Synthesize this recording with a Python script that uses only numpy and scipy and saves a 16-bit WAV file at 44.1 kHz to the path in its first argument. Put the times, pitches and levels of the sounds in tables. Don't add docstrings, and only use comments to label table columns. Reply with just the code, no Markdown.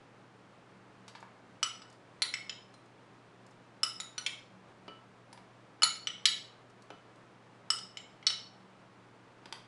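import sys
import numpy as np
from scipy import signal
from scipy.fft import rfft, irfft
from scipy.io import wavfile

SR = 44100
rng = np.random.default_rng(int(sys.argv[2]) if len(sys.argv) > 2 else 0)


def inscribe(sig):
    pcm = np.round(np.clip(np.atleast_2d(sig).T, -1, 1) * 32767)
    wavfile.write(sys.argv[1], SR, pcm.astype(np.int16))


N = 426447
TOP_HZ = 11100
PIVOT_HZ = 4000
RING_T_S = np.arange(SR // 4) / SR

# [f/Hz, relative level/dB, t60/s]
SPOON_MODES = [(1311, 1.5, 0.047), (2969, 4.5, 0.046), (5155, 8, 0.033), (7790, 0, 0.05),
               (10400, -18, 0.05)]
# [f/Hz, relative level/dB, t60/s]
BOWL_MODES = [(998, -18.5, 0.011), (1470, -17, 0.067), (1735, -16.5, .065), (1913, -7.5, .05),
              (2169, -1.5, 0.024), (2378, -8, 0.0506), (2610, -14.5, .048), (3040, -4.5, 0.045),
              (3232, -8, .045), (3475, -6.5, 0.052), (3660, -2, 0.025), (3883, -5, .05),
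              (4110, -6.5, 0.065), (4390, -7, 0.058), (4390, -10.5, 0.16), (4560, -13.5, 0.065),
              (4720, -14.5, .074), (5016, -9, 0.064), (5464, -5.5, 0.036), (5688, -9.5, 0.034),
              (5857, -5.5, 0.051), (6850, -5.5, 0.04), (6890, -7, 0.039), (7010, -7, 0.049),
              (7412, -9.5, 0.16), (8380, -13, .06), (8800, -10.5, 0.083), (9350, -2.5, 0.037),
              (9560, -6.5, .05), (9990, -14, 0.039), (10350, -6, .067), (10970, -7.5, 0.03)]


def undb(db):
    return 10 ** (np.asarray(db) / 20)


def along(hz, points_hz, values):
    return np.interp(np.log(np.maximum(hz, 1)), np.log(points_hz), values)


def fade(t_s, t60_s):
    return np.exp(-np.log(1000) * t_s / max(t60_s, 1e-3))


def unit(x):
    energy = np.sum(x ** 2)
    return x / np.sqrt(energy / (SR / 100))


def noise(size, colour, tilt_db_per_octave=0):
    hz = np.maximum(np.fft.rfftfreq(size, 1 / SR), 1)
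    points_hz, points_db = np.transpose(colour)
    tilted_db = points_db + tilt_db_per_octave * np.log2(points_hz)
    gain = undb(along(hz, points_hz, tilted_db)) * (hz < TOP_HZ + 1000)
    x = irfft(rfft(rng.standard_normal(size)) * gain, size)
    return x / np.std(x)


def walk(rate_hz):
    gain = np.exp(-(np.fft.rfftfreq(N, 1 / SR) / rate_hz) ** 2)
    x = irfft(rfft(rng.standard_normal(N)) * gain, N)
    return x / np.std(x)


def add(track, start_s, sound):
    i = int(start_s * SR)
    track[i:i + len(sound)] += sound[:N - i]


def ring(modes, drive_db, detune=0.0018):
    out = 0
    for (hz, mode_db, t60_s), drive in zip(modes, drive_db):
        shifted_hz = hz * (1 + detune * rng.standard_normal())
        wave = np.sin(2 * np.pi * shifted_hz * RING_T_S)
        polarity = rng.choice([-1, 1])
        out = out + polarity * undb(mode_db + drive) * unit(wave * fade(RING_T_S, t60_s))
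    return out


def burst(colour, t60_s, tilt_db_per_octave=0, grain=0):
    size = len(RING_T_S)
    steps = np.repeat(rng.standard_normal(size // 64 + 1), 64)[:size]
    droplets = np.exp(grain * steps)
    return unit(noise(size, colour, tilt_db_per_octave) * droplets * fade(RING_T_S, t60_s))


def background(hush_db=-59, waver_db=0.34):
    # [f/Hz, relative level/dB]
    hush_colour = [(25, -12.5), (45, -20), (70, -16.5), (95, -5.5), (145, -0.5), (230, -0.5), (310, 0),
                   (450, -1.5), (1200, -5), (2500, -14), (5000, -23.5), (9500, -32.5), (11500, -46.5)]
    # [f/Hz, rms level/dB, unsteadiness/0-1]
    hum_tones = [(119.6, -67.5, .05), (188.2, -69.5, 1)]
    t_s = np.arange(N) / SR
    out = undb(hush_db + waver_db * walk(rate_hz=9.2)) * noise(N, hush_colour)
    for hz, db, unsteady in hum_tones:
        drift = walk(rate_hz=7.6) + 1j * walk(rate_hz=4.1)
        sway = (1 - unsteady) + unsteady * drift
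        tone = np.real(sway * np.exp(2j * np.pi * hz * t_s))
        out = out + undb(db) * tone / np.std(tone)
    return out


def plops():
    # [t/s, air column relative level/dB, spatter relative level/dB, spatter t60/s,
    #            spatter tilt/(dB/octave)]
    landings = [(1.08, -55, -49, 0.054, 1), (1.1514, -48.5, -49, 0.12, -4), (1.2276, -47, -62, .015, -4),
                (5.3287, -51.5, -52.5, 0.022, 6), (5.3758, -52, -56.5, 0.034, -3),
                (9.457, -60, -44.5, 0.024, -6.5), (9.5254, -45, -38, 0.011, -2)]
    # [f/Hz, relative level/dB, t60/s]
    air_modes = [(802, -9.5, 0.04), (922, -1.5, 0.041), (1030, -5, 0.033), (1710, -7, 0.015),
                 (2240, -9, 0.016)]
    # [f/Hz, relative level/dB]
    spatter_colour = [(300, -8), (1000, -3), (2500, 1.5), (3300, 4), (4400, 5.5), (7400, -6.5),
                      (11000, -14)]
    out = np.zeros(N)
    for start_s, air_db, spatter_db, t60_s, tilt in landings:
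        add(out, start_s, ring(air_modes, [air_db] * len(air_modes), detune=0.0048))
        add(out, start_s, undb(spatter_db) * burst(spatter_colour, t60_s, tilt, grain=0.21))
    return out


def smacks():
    # [t/s, relative level/dB]
    snaps = [(1.095, -63), (1.202, -60), (1.9007, -60.5), (1.927, -62), (2.857, -70), (3.4645, -61.5),
             (3.509, -66.5), (6.699, -66), (6.822, -59.5), (7.157, -67), (7.904, -70)]
    # [f/Hz, relative level/dB]
    snap_colour = [(1000, -30), (3000, -2.5), (4800, 3), (7500, 0), (11000, -11)]
    out = np.zeros(N)
    for start_s, db in snaps:
        add(out, start_s, undb(db) * burst(snap_colour, t60_s=0.03, grain=0.6))
    return out


def spoon_drive(db, tilt_db_per_octave, place, node_db=-11):
    hz = np.array(SPOON_MODES)[:, 0]
    half_waves = np.arange(len(SPOON_MODES)) + 1.5
    swing = np.hypot(np.cos(np.pi * half_waves * place), undb(node_db))
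    return db + tilt_db_per_octave * np.log2(hz / PIVOT_HZ) + 20 * np.log10(swing)


def bowl_drive(db, tilt_db_per_octave, antinodes_hz, antinode_db=15.5, width_octaves=0.042):
    hz = np.array(BOWL_MODES)[:, 0]
    closeness = [np.exp(-0.5 * (np.log2(hz / f_hz) / width_octaves) ** 2) for f_hz in antinodes_hz]
    near = np.max(closeness, axis=0)
    return db + tilt_db_per_octave * np.log2(hz / PIVOT_HZ) + antinode_db * near


def cushion(x, contact_ms):
    edge_hz = min(1000 / contact_ms, 0.45 * SR)
    return signal.sosfilt(signal.butter(4, edge_hz, fs=SR, output="sos"), x)


def clinks(spoon_trim_db=-1.23, bowl_trim_db=0.26, crack_trim_db=2, crack_t60_s=0.02, push_s=0.00016):
    # [t/s, contact time/ms, spoon relative level/dB, spoon tilt/(dB/octave),
    #                  contact point along spoon/0-1, bowl relative level/dB, bowl tilt/(dB/octave),
    #                  list of pitches with a wall antinode at the contact f/Hz]
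    blows = [(1.629, .09, -33, 0.5, 0.13, -46, -1.5, [2500, 4800, 5850]),
             (1.8186, .13, -61.5, -2, .65, -68, -3, [1486, 4740]),
             (2.22, 0.11, -49.5, -5, 0.44, -41, 0, [980, 2050, 4170, 4268, 9900]),
             (2.339, 0.12, -43.5, 6, 0.12, -51, -2, [2160, 2610, 5400]),
             (2.495, 0.17, -50, 6, .57, -52, -1.5, [2560, 3100, 7100]),
             (2.7398, 0.13, -79, -6, .6, -76, 4.5, [4130, 8949]),
             (3.8322, 0.083, -34, 1, 0.54, -46.5, 1.5, [2660, 5200, 5570]),
             (4.001, .1, -64, -9.5, 0.6, -52.5, 1, [980, 3800, 6850]),
             (4.1797, 0.09, -56.5, -10, 0.38, -51.5, -1, [1486, 4220, 5800]),
             (4.263, 0.11, -50, 2, 0.34, -44, -2.5, [2300, 2560, 3320]),
             (5.821, 0.076, -36, -2, 0.77, -52, -1, [1738, 8949]),
             (5.832, 0.11, -39, -10, .29, -37.5, -1, [980, 4150, 4340, 6917, 10383]),
             (6.071, 0.15, -43.5, -1, .43, -48.5, -4, [3050, 5750, 9840]),
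             (6.255, 0.13, -34.5, 2, .44, -34.5, 1, [1783, 3146, 3970, 4530, 5170, 10740]),
             (7.703, 0.1, -33.5, 1, .53, -48, 2.5, [1738, 5500, 8400]),
             (7.786, .14, -61, -4, 0.2, -58, 6.5, [1486, 4740]),
             (7.971, 0.15, -57, -3, 0.29, -56.5, 1.5, [2100, 3023, 7370]),
             (8.227, 0.17, -73, -10, 0.4, -71.5, -0.5, [2160, 3232]),
             (8.267, 0.16, -38.5, 0, 0.9, -39.5, 1.5, [3970, 4480, 5460, 5610, 8949]),
             (8.303, 0.22, -49.5, -1, 0.74, -49, 0.5, [3023, 5580])]
    # [f/Hz, relative level/dB]
    crack_colour = [(300, -17.5), (700, -11.5), (1100, -4), (2200, 0.5), (3300, 6), (4200, -1.5),
                    (5600, 3.5), (7000, 3.5), (9500, -9), (11100, -7)]
    out = np.zeros(N)
    push = 1 - np.exp(-RING_T_S / push_s)
    for start_s, contact_ms, steel_db, steel_tilt, place, glass_db, glass_tilt, antinodes_hz in blows:
        spoon = ring(SPOON_MODES, spoon_drive(spoon_trim_db + steel_db, steel_tilt, place))
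        bowl = ring(BOWL_MODES, bowl_drive(bowl_trim_db + glass_db, glass_tilt, antinodes_hz))
        crack = undb(crack_trim_db + glass_db) * burst(crack_colour, crack_t60_s, glass_tilt)
        add(out, start_s, cushion(push * (spoon + bowl + crack), contact_ms))
    return out


def nudges(scuff_trim_db=-3):
    # [t/s, relative level/dB, tilt/(dB/octave)]
    knocks = [(4.8805, -45, -0.5), (6.9038, -44, -3.5)]
    # [f/Hz, relative level/dB, t60/s]
    knock_modes = [(306, -11.5, 0.26), (372, -10, 0.042), (418, -2, 0.093), (715, -11, 0.07),
                   (942, -9.5, 0.091), (1321, -1, 0.42), (2390, -11, 0.087), (2970, -4, 0.15),
                   (4000, -15, 0.044)]
    scuff_colour = [(300, 2.5), (2500, -5), (5000, -12), (10000, -39)]  # f/Hz, relative level/dB
    out = np.zeros(N)
    octaves = np.log2(np.array(knock_modes)[:, 0] / knock_modes[0][0])
    for start_s, db, tilt in knocks:
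        scuff = burst(scuff_colour, t60_s=0.024, grain=0.18)
        add(out, start_s, ring(knock_modes, db + tilt * octaves))
        add(out, start_s, undb(db + scuff_trim_db) * scuff)
    return out


def radiate(x, edge_hz=260):
    return signal.sosfilt(signal.butter(2, edge_hz, "high", fs=SR, output="sos"), x)


def kitchen(x, counter_s=0.0034, counter_db=-6, build_s=0.0052):
    # [f/Hz, t60/s, relative level/dB]
    bands = [(400, 0.12, -6), (1500, 0.36, -1), (3930, 0.43, -3), (6500, 0.4, -6), (10900, 0.29, -2.5)]
    t_s = np.arange(int(0.6 * SR)) / SR
    size = len(t_s)
    hz = np.fft.rfftfreq(size, 1 / SR)
    bands_hz = [row[0] for row in bands]
    scatter = rfft(rng.standard_normal(size))
    response = np.zeros(size)
    for share, (_, t60_s, db) in zip(np.eye(len(bands)), bands):
        envelope = fade(t_s, t60_s) * (1 - np.exp(-t_s / build_s))
        band = irfft(scatter * along(hz, bands_hz, share), size)
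        response += undb(db) * band * envelope / np.linalg.norm(envelope)
    response[0] += 1
    bounce = rng.standard_normal(size) * fade(t_s, t60_s=0.0016)
    delay = int(counter_s * SR)
    response[delay:] += undb(counter_db) * bounce[:size - delay] / np.linalg.norm(bounce)
    return signal.fftconvolve(x, response)[:N]


def scene():
    handling = undb(-3.5) * plops() + undb(-5) * smacks() + undb(2) * clinks() + undb(-0.5) * nudges()
    return (kitchen(radiate(handling)) + background())[None]


def record(dry):
    return signal.sosfilt(signal.ellip(8, 0.2, 60, TOP_HZ, fs=SR, output="sos"), dry)


dry = scene()
out = record(dry)
inscribe(out)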